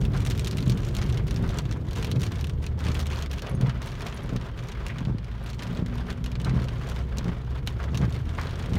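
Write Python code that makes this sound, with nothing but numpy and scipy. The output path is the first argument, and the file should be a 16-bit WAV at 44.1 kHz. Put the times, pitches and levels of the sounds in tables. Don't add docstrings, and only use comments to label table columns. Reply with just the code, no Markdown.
import sys
import numpy as np
from scipy import signal
from scipy.fft import rfft, irfft
from scipy.io import wavfile
from scipy.ndimage import uniform_filter1d

SR = 44100
rng = np.random.default_rng(int(sys.argv[2]) if len(sys.argv) > 2 else 0)


def store_pcm(level_fs):
    pcm = np.round(np.clip(level_fs, -1, 1) * 32767).astype(np.int16)
    wavfile.write(sys.argv[1], SR, np.atleast_2d(pcm).T)


N = 387198
TIME = np.arange(N) / SR


def undb(db):
    return 10 ** (np.asarray(db) / 20)


def unit(x):
    return x / np.sqrt(np.mean(x ** 2))


def unit_energy(x):
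    return x / np.linalg.norm(x)


def curves(table):
    seconds, *columns = np.transpose(table)
    return [np.interp(TIME, seconds, column) for column in columns]


def add(out, seconds, sound):
    start = int(np.clip(seconds * SR, 0, N - 1))
    out[start:start + len(sound)] += sound[:N - start]


def walk(rate):
    hold = int(SR / rate)
    steps = np.repeat(rng.standard_normal(N // hold + 1), hold)
    smooth = uniform_filter1d(uniform_filter1d(steps, hold), hold)
    return unit(smooth[:N])


def fade(t, t60):
    return np.exp(-np.log(1000) * t / t60)


def swell(seconds, spread_s):
    return np.exp(-np.minimum(((TIME - seconds) / spread_s) ** 2 / 2, 20))


def lowpass(x, order, hz):
    return signal.sosfilt(signal.butter(order, hz, fs=SR, output="sos"), x)


def highpass(x, order, hz):
    return signal.sosfilt(signal.butter(order, hz, "high", fs=SR, output="sos"), x)


def colour(x, points, size=8192):
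    hz, db = np.transpose(points)
    grid = np.maximum(np.arange(size // 2 + 1) * SR / size, 1)
    outline_db = np.interp(np.log(grid), np.log(hz), db)
    cepstrum = irfft(np.log(undb(outline_db)))
    cepstrum[1:size // 2] *= 2
    cepstrum[size // 2 + 1:] = 0
    response = irfft(np.exp(rfft(cepstrum)))
    return signal.fftconvolve(x, unit_energy(response))[:len(x)]


def resonance(x, hz, width_hz):
    b, a = signal.iirpeak(min(hz, .45 * SR), hz / width_hz, fs=SR)
    return signal.lfilter(b, a, x) * np.sqrt(SR / (np.pi * width_hz))


# (time [s], level [dB])
ROAD_LEVEL = [(0, -27), (0.7, -30.5), (1.25, -26.5), (1.7, -30), (2.2, -30), (3.8, -34), (5.3, -37),
              (5.9, -32.5), (6.3, -36), (6.9, -31.5), (7.5, -34), (8.3, -33.5), (8.78, -32)]
# (frequency [Hz], level [dB])
ROAD_COLOUR = [(20, -20), (35, 1), (50, 0.5), (65, 1.5), (85, -4.5), (120, 2.5), (150, -4.5), (210, -12.5),
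               (300, -21), (390, -18.5), (600, -30), (1200, -42), (4000, -69.5), (16000, -66.5)]


def tyres():
    level_db, = curves(ROAD_LEVEL)
    rumble = colour(rng.standard_normal(N), ROAD_COLOUR)
    return rumble * undb(level_db + 1.5 + 1.0 * walk(9.1))


# (frequency [Hz], level [dB])
TREAD_TONES = [(362, -54), (388, -50.5), (410, -47), (470, -52), (525, -49.5), (575, -59), (650, -48.5)]
# (time [s], level [dB])
BRAKING = [(0, -15), (0.3, -4), (0.6, 2.5), (1.0, 0.5), (2.0, -1.5), (2.7, -7)]
SLOWING_PER_S = 0.14
BOOM_HZ, BOOM_WIDTH_HZ = 380, 120


def tread():
    speed = np.maximum(1 - SLOWING_PER_S * TIME, .3)
    hum = 0
    for start_hz, level_db in TREAD_TONES:
        hz = start_hz * speed * (1 + .008 * walk(18))
        boom = 1 / np.hypot(1, 2 * (hz - BOOM_HZ) / BOOM_WIDTH_HZ)
        tone = np.sin(2 * np.pi * np.cumsum(hz) / SR)
        hum = hum + undb(level_db + 2.2 * walk(9.87)) * speed * boom * tone
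    braking_db, = curves(BRAKING)
    return np.sqrt(2) * hum * undb(braking_db)


# (time [s], firing rate [Hz], level [dB], extra level of the overtones [dB])
ENGINE = [(0, 73.05, -34, -1.5), (.7, 67, -38, 5.5), (2.25, 75.8, -35.5, -8.5), (3, 75.23, -30, -8.5),
          (3.3, 69.56, -34, -7), (3.7, 60.1, -46, 1), (4.5, 55.03, -43.5, 4), (5.1, 53.98, -36, -5),
          (5.9, 59.73, -39, 7), (6.4, 62.08, -29.5, -4.5), (6.9, 63.23, -32, -8.5),
          (7.5, 62.27, -30.5, -20), (8.15, 71.7, -32, -10), (8.45, 84.8, -34.5, -6.5),
          (8.78, 86.8, -30.5, -29)]
# (multiple of the firing rate, level [dB])
ENGINE_ORDERS = [(1, 0), (2, -7.5), (3, -12), (4, -15.5)]
DRONE_HZ, DRONE_WIDTH_HZ, DRONE_DB = 244.3, 22, 6


def engine():
    firing_hz, level_db, overtones_db = curves(ENGINE)
    phase = 2 * np.pi * np.cumsum(firing_hz * (1 + 0.0071 * walk(14))) / SR
    drone = 0
    for multiple, order_db in ENGINE_ORDERS:
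        waver_db = 2.1 * walk(9)
        off_centre = 2 * (multiple * firing_hz - DRONE_HZ) / DRONE_WIDTH_HZ
        boom_db = DRONE_DB / (1 + off_centre ** 2)
        tone_db = level_db + order_db + overtones_db * (multiple > 1) + boom_db + waver_db
        drone = drone + undb(tone_db) * np.sin(multiple * phase)
    return np.sqrt(2) * drone


# (time [s], energy [dB])
TINKLES = [(3.495, -25.5), (3.512, -32), (3.549, -25.5), (4.144, -28), (4.163, -31), (4.232, -31),
           (4.863, -25), (5.438, -30)]
# (frequency [Hz], level [dB], time to fall 60 dB [s])
METAL_MODES = [(5450, -5, .04), (6100, -7, .04), (6662, -5, 0.078), (8550, -1, .02), (9100, 5, 0.028),
               (9450, -1, .02), (9940, 2, .04), (10600, -2, .022), (11100, -2, .022), (11750, -9, .025),
               (12500, -9, .025), (13300, -10, .03), (15000, -12, .025)]
METAL_SCATTER_DB = 5
METAL_DETUNE = 0.022
METAL_ECHO_T60_S = 0.02


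def tinkles():
    hz, mode_db, t60 = np.transpose(METAL_MODES)[:, :, None]
    t = TIME[:SR // 5]
    out = np.zeros(N)
    for seconds, energy_db in TINKLES:
        size, detune, angle = rng.standard_normal((3, len(hz), 1))
        phase = 2 * np.pi * (hz * (1 + METAL_DETUNE * detune) * t + angle)
        gains = undb(mode_db + METAL_SCATTER_DB * size)
        ring = np.sum(gains * fade(t, t60) * np.sin(phase), axis=0)
        echo = rng.standard_normal(len(t)) * fade(t, METAL_ECHO_T60_S)
        ring = signal.fftconvolve(ring, echo)
        add(out, seconds, unit_energy(ring) * undb(energy_db))
    return out


def ringing(hz, width_hz, t60, rise_s, size=6000):
    t = np.arange(size) / SR
    edges = [hz - width_hz / 2, hz + width_hz / 2]
    band = signal.butter(2, edges, "band", fs=SR, output="sos")
    shaking = unit(signal.sosfilt(band, rng.standard_normal(size)))
    return shaking * np.minimum(t / rise_s, fade(t - rise_s, t60))


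# (time [s], level [dB], pitch [Hz], rise [s])
SPLATS = [(0.13, -38, 1250, 0.026), (1.437, -36.5, 1320, .002), (1.75, -43.5, 1190, 0.012),
          (2.8, -43, 1290, .008), (3.675, -41, 1302, .01), (4.89, -38, 2100, 0.011),
          (4.955, -43, 1460, 0.0049), (6.078, -40, 1310, 0.011), (6.458, -34, 1142, 0.014),
          (7.289, -45, 1000, 0.0043), (7.789, -39, 1303, 0.013), (7.865, -45, 1200, 0.019),
          (8.012, -36.5, 1270, 0.027), (8.38, -32.5, 1500, 0.0065), (8.405, -41, 1140, .006)]


def splats():
    out = np.zeros(N)
    for seconds, level_db, hz, rise_s in SPLATS:
        splat = ringing(hz, width_hz=1070, t60=0.12, rise_s=rise_s)
        add(out, seconds, splat * undb(level_db))
    return out


# (time [s], force of the knocks and drag [dB], force of the scuffs [dB])
TURNS = [(0.697, 1, -6), (1.414, -2, -2.5), (2.163, -1, -3.5), (2.88, -3, -1.5), (3.629, 0, 1),
         (4.346, -2.5, -1), (5.095, -1, -1), (5.812, 0.5, -3.5), (6.561, 1.5, 1.5), (7.278, -1, 0),
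         (8.027, 0.5, 3), (8.744, -0.5, 0)]
# (time after the turn [s], level [dB], spread [s])
SCUFFS = [(-.17, -53, 0.036), (-.087, -42.5, .012), (-.002, -39.5, .02)]
# (frequency [Hz], level [dB])
SCUFF_COLOUR = [(200, -32.5), (330, -1.5), (450, 1.5), (560, -1.5), (720, -9), (1000, -9.5), (1500, -15.5),
                (2500, -26), (6000, -35), (16000, -60)]
SCUFF_SLIPS_PER_S = 1500


def scuffs():
    slips = rng.standard_normal(N) * (rng.random(N) < SCUFF_SLIPS_PER_S / SR)
    force = np.zeros(N)
    for turn, _, force_db in TURNS:
        for after, level_db, spread_s in SCUFFS:
            force += undb(level_db + force_db) * swell(turn + after, spread_s)
    return colour(unit(slips), SCUFF_COLOUR) * force


# (frequency [Hz], width [Hz], level at the top turn [dB], level at the bottom turn [dB])
COWL_MODES = [(89, 29, -7, 0), (125.7, 22.3, 8, 4), (168, 24, -5.5, 3), (242.6, 21, -23, -2),
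              (374, 120, -14, -4.5), (530, 210, -17, -11)]


def cowl(push, mode_db):
    gains = unit_energy(undb(mode_db))
    return sum(gain * resonance(push, hz, width_hz)
               for (hz, width_hz, *_), gain in zip(COWL_MODES, gains))


def judder(mode_db):
    kicks = rng.standard_normal(N) * (rng.random(N) < 500 / SR)
    shake = cowl(kicks, mode_db)
    return shake / np.sqrt(uniform_filter1d(shake ** 2, int(.06 * SR)) + 1e-12)


# (level at the top turn [dB], level at the bottom turn [dB])
DRAG_LEVELS = [-27, -32.5]
# (time after the turn [s], energy [dB])
KNOCKS = [
    [(-0.081, -7), (-0.0235, 2), (0.0008, 4), (0.0165, -1), (0.052, -1)],
    [(-0.099, -10), (-0.022, -0.5), (-0.005, -6.5), (0.0115, 1.5), (0.05, -17)],
]
DRAG_LEAD_S, DRAG_SPREAD_S = 0.036, 0.089
KNOCK_LIFT_DB, KNOCK_SCATTER_DB, KNOCK_JITTER_S = 4, 1.0, 0.00038
RUBBER_SOFT_HZ = 290


def wipers():
    _, _, *mode_db = np.transpose(COWL_MODES)
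    out = np.zeros(N)
    for end, (drag_db, knocks, end_db) in enumerate(zip(DRAG_LEVELS, KNOCKS, mode_db)):
        pushes, drag = np.zeros(N), np.zeros(N)
        for turn, force_db, _ in TURNS[end::2]:
            chances = rng.standard_normal((len(knocks), 2))
            for (after, energy_db), (late, hard) in zip(knocks, chances):
                if turn + after < N / SR:
                    push_db = energy_db + force_db + KNOCK_LIFT_DB + KNOCK_SCATTER_DB * hard
                    add(pushes, turn + after + KNOCK_JITTER_S * late, undb([push_db]))
            drag += undb(drag_db + force_db) * swell(turn - DRAG_LEAD_S, DRAG_SPREAD_S)
        out += cowl(pushes, end_db) + drag * judder(end_db)
    return lowpass(out, 3, RUBBER_SOFT_HZ)


# (time [s], level on the glass [dB], level on the roof [dB])
DRIZZLE = [(0, -61, -55), (1.2, -66, -55), (1.5, -59, -52.5), (1.8, -62, -58), (2.2, -55, -56),
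           (2.55, -64, -59), (2.75, -72, -59), (3.8, -66, -52.5), (5.2, -69, -55), (6.4, -60, -52),
           (7.5, -63, -55), (7.85, -59.5, -51), (8.78, -56, -55)]
# (start time [s], length [s], level on the glass [dB], level on the roof [dB])
FLURRIES = [(0.01, 0.037, -51, -67), (0.129, 0.085, -47.5, -48.5), (0.246, 0.48, -46.5, -52.5),
            (0.739, 0.17, -52, -54), (0.941, 0.25, -48, -49), (1.194, 0.035, -66, -52),
            (1.269, 0.12, -51, -62), (1.44, 0.16, -54, -47.5), (1.96, 0.14, -47, -49),
            (2.203, 0.056, -43, -54), (2.31, 0.1, -49.5, -48.5), (2.625, 0.01, -50, -52.5),
            (2.78, 0.14, -48, -47.5), (2.942, 0.083, -46.5, -46), (3.049, 0.2, -49, -48),
            (3.307, 0.068, -43.5, -47), (3.42, 0.078, -66, -45), (3.612, 0.17, -64, -49),
            (3.822, 0.095, -49.5, -49), (3.926, 0.15, -52, -47.5), (4.084, 0.27, -54, -48.5),
            (4.407, 0.08, -56, -48.5), (4.565, 0.15, -55.5, -54), (4.752, 0.097, -65, -51.5),
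            (4.872, 0.18, -59, -50.5), (5.223, 0.27, -67, -59.5), (5.458, 0.098, -53.5, -61),
            (5.6, 0.19, -55, -50.5), (5.869, 0.15, -60.5, -49.5), (6.074, 0.04, -47.5, -42.5),
            (6.442, 0.29, -60, -50), (6.812, 0.21, -55, -49.5), (7.11, 0.26, -66, -49),
            (7.547, 0.028, -57, -46.5), (7.67, 0.019, -46, -56), (7.798, 0.055, -74, -50.5),
            (7.988, 0.18, -52.5, -52), (8.281, 0.64, -58, -49)]
FLURRY_ATTACK_S, FLURRY_RELEASE_S = 0.011, 0.028
PATCHY_DB, PATCHY_PER_S = 2, 25
GLASS_TRIM_DB, ROOF_TRIM_DB = -1.13, -1.0


def rainfall():
    power = undb(curves(DRIZZLE)) ** 2
    for start, length, glass_db, roof_db in FLURRIES:
        end = start + length
        corners = [start - FLURRY_ATTACK_S, start, end, end + FLURRY_RELEASE_S]
        shape = np.interp(TIME, corners, [0, 1, 1, 0])
        power += np.outer(undb([glass_db, roof_db]) ** 2, shape ** 2)
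    glass_db, roof_db = 10 * np.log10(power) + PATCHY_DB * walk(PATCHY_PER_S)
    return glass_db + GLASS_TRIM_DB, roof_db + ROOF_TRIM_DB


def impact(tail_db, low_t60, high_t60, notes_db, lowest_hz, size=4096, count=3):
    t = np.arange(size) / SR
    crack, ring, spray = rng.standard_normal((3, size))
    crack = crack * fade(t, .0034)
    tail = lowpass(ring, 2, 5000) * fade(t, low_t60) + 0.39 * spray * fade(t, high_t60)
    hit = unit_energy(crack) + undb(tail_db) * unit_energy(tail)
    notes_hz = lowest_hz * 7 ** rng.random(count)
    hit = hit + undb(notes_db) * sum(resonance(hit, hz, hz / 12) for hz in notes_hz)
    lag = np.sqrt(np.arange(size + 1) * SR / (2 * size) / 450)
    hit = irfft(rfft(hit, 2 * size) * np.exp(-1j * lag))[:size]
    return unit_energy(hit)


def shower(level_db, per_second, scatter_db, spots):
    chance = rng.random((int(per_second * N / SR), 3))
    when = (chance[:, 0] * N).astype(int)
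    spot = (chance[:, 1] * len(spots)).astype(int)
    sizes = undb(scatter_db * np.minimum(-np.log(chance[:, 2]), 3.5))
    water = uniform_filter1d(np.bincount(when, sizes ** 2, N), int(.06 * SR))
    sizes = sizes / np.sqrt(water[when]) * undb(level_db[when])
    out = np.zeros(N)
    for k, ring in enumerate(spots):
        hits = np.bincount(when[spot == k], sizes[spot == k], N)
        out += signal.oaconvolve(hits, ring)[:N]
    return out


# (frequency [Hz], level [dB])
ROOF_COLOUR = [(150, -2.5), (300, 1.5), (410, 8.5), (520, 5), (610, -3.5), (700, 0.5), (830, -3), (980, 0),
               (1150, 0), (1600, -2), (2200, -6), (3500, -9), (5000, -14.5), (8000, -24.5), (16000, -27)]


def roof(rain_db, count=32):
    spots = [impact(tail_db=6.5, low_t60=0.077, high_t60=0.052, notes_db=-17, lowest_hz=539)
             for _ in range(count)]
    return colour(shower(rain_db, per_second=600, scatter_db=4.0, spots=spots), ROOF_COLOUR)


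# (time [s], energy [dB], treble tilt [dB])
DROPS = [(0.014, -19, 2), (0.0518, -15, 5), (0.135, -21, -12), (0.175, -16, 6), (0.204, -16.5, 12),
         (0.251, -12, 12), (0.271, -11, 6), (0.3006, -9, 5), (0.309, -8.5, 5), (0.377, -14, 10),
         (0.395, -9, 15), (0.4462, -11, 12), (0.452, -18, 12), (0.4717, -9, 2), (0.477, -11, 13),
         (0.512, -10.5, 20), (0.53, -17, -11), (0.5712, -12, 9), (0.583, -12.5, -5), (0.6053, -17, 18),
         (0.678, -18, 15), (0.6975, -8.5, 16), (0.702, -13.5, 12), (0.775, -19, 6), (0.804, -25, 14),
         (0.832, -22, -8), (0.85, -17, 8), (0.887, -17, 10), (0.9505, -10.5, 26), (0.967, -10, 16),
         (1.0158, -13.5, -16), (1.028, -16, -14), (1.04, -23, 14), (1.091, -24, 3), (1.1, -18.5, -4),
         (1.144, -19, -6), (1.178, -19.5, -15), (1.269, -19.5, 3), (1.282, -19, -2), (1.3092, -12, 4),
         (1.362, -14.5, 1), (1.425, -19.5, 6), (1.457, -31, 10), (1.477, -23, 12), (1.4917, -16.5, 11),
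         (1.573, -19, 1), (1.5865, -6, 12), (1.654, -22, -9), (1.7121, -15, -8), (1.725, -17, 0),
         (1.9096, -18.5, -2), (1.932, -17.5, 10), (1.977, -26, -3), (1.986, -23, 4), (2.027, -13, 7),
         (2.046, -8, 5), (2.07, -18, 0), (2.115, -8, 6), (2.159, -20, -10), (2.208, -18, 16),
         (2.2176, -11.5, 16), (2.232, -11.5, 11), (2.267, -22, -5), (2.321, -20, -14), (2.357, -19, -2),
         (2.392, -23, -14), (2.411, -15, 5), (2.443, -12.5, -2), (2.47, -18, 2), (2.4963, -17, -4),
         (2.64, -19, -13), (2.665, -13, 0), (2.791, -21, 10), (2.841, -18, -2), (2.8662, -12.5, -14),
         (2.885, -13, -10), (2.945, -15.5, 6), (2.9514, -13, 1), (2.992, -13, -1), (3.002, -11, 4),
         (3.012, -14.5, 13), (3.068, -12, 9), (3.121, -17, -18), (3.1315, -15.5, -21), (3.182, -20.5, 6),
         (3.213, -22, -2), (3.224, -13.5, 8), (3.261, -17, -2), (3.314, -13, 13), (3.337, -18, -4),
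         (3.383, -17, -6), (3.393, -18, -2), (3.421, -14, 7), (3.469, -18.5, -10), (3.612, -15.5, 17),
         (3.669, -24, -15), (3.6952, -13.5, -14), (3.819, -19.5, -9), (3.86, -18, 8), (3.872, -18, 10),
         (3.918, -22, -11), (3.953, -23, -5), (4.007, -16, -4), (4.019, -16, 12), (4.0662, -12.5, -12),
         (4.07, -17, 6), (4.1255, -19, -12), (4.3629, -14.5, -3), (4.413, -22.5, -13), (4.59, -19.5, -20),
         (4.686, -19.5, 12), (4.72, -19, -5), (4.8658, -12.5, 0), (4.883, -17.5, 8), (4.9843, -16.5, -8),
         (5.051, -19.5, -18), (5.184, -23, -12), (5.245, -25, -7), (5.315, -26.5, -18), (5.501, -17, 4),
         (5.532, -20.5, -12), (5.5924, -17, -24), (5.623, -14, -15), (5.633, -15.5, 3), (5.668, -21, -9),
         (5.772, -19, -21), (5.862, -19.5, 2), (5.955, -23, 8), (5.982, -20.5, -14), (6.1032, -14, -5),
         (6.242, -16, 4), (6.2613, -13.5, 2), (6.3171, -19, -3), (6.3541, -17.5, -17), (6.4, -19.5, -4),
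         (6.416, -20, 14), (6.447, -11.5, 5), (6.495, -16.5, -25), (6.62, -19.5, -5), (6.642, -18, 16),
         (6.685, -16, -19), (6.889, -18, 8), (6.898, -15, 8), (6.962, -20, -1), (7.172, -17, 12),
         (7.1843, -7.5, 35), (7.244, -21, 8), (7.282, -20.5, -8), (7.6738, -5.5, 0), (7.84, -17.5, -3),
         (7.9459, -14.5, -9), (7.952, -16, -4), (7.974, -8.5, 10), (8.125, -19.5, 3), (8.292, -21, -8),
         (8.414, -15, 3), (8.47, -19, -13), (8.508, -20, -8), (8.557, -21, -10), (8.596, -18, -4),
         (8.66, -18.5, -6), (8.734, -16.5, -3), (8.755, -16.5, 5)]
# (frequency [Hz], level [dB])
SCREEN_COLOUR = [(200, 9.5), (420, -2), (700, -2.5), (1200, 0), (2200, -0.5), (2800, 0), (4300, -1.5),
                 (4900, -5), (5600, -3), (7000, -6), (7800, -9.5), (9400, -8), (10400, -16.5), (11500, -12),
                 (16000, -19.5)]
SPRAY_DB, SPRAY_LOW_HZ = -7, 7500


def windscreen(rain_db, count=24):
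    spots = [impact(tail_db=2.5, low_t60=0.055, high_t60=0.048, notes_db=-15, lowest_hz=2100)
             for _ in range(count)]
    out = shower(rain_db, per_second=185, scatter_db=5.5, spots=spots)
    specks = [impact(tail_db=1, low_t60=0.02, high_t60=0.059, notes_db=-11, lowest_hz=2390)
              for _ in range(count // 2)]
    spray = shower(rain_db + SPRAY_DB, per_second=260, scatter_db=4.5, spots=specks)
    out += highpass(spray, 2, SPRAY_LOW_HZ)
    for seconds, energy_db, treble_db in DROPS:
        hit = impact(tail_db=0.5 - 0.12 * treble_db, low_t60=0.055, high_t60=0.043,
                     notes_db=-19, lowest_hz=2300)
        dull = lowpass(hit, 1, 4500)
        hit = dull + undb(treble_db) * (hit - dull)
        add(out, seconds, unit_energy(hit) * undb(energy_db))
    return colour(out, SCREEN_COLOUR)


def scene():
    glass_db, roof_db = rainfall()
    car = tyres() + tread() + engine() + tinkles()
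    wiping = scuffs() + wipers()
    water = splats() + roof(roof_db) + windscreen(glass_db)
    return (car + wiping + water)[None]


def record(dry):
    thinned = highpass(dry, 3, 27)
    return signal.sosfilt(signal.ellip(8, .2, 70, 15750, fs=SR, output="sos"), thinned)


dry = scene()
out = record(dry)
store_pcm(out)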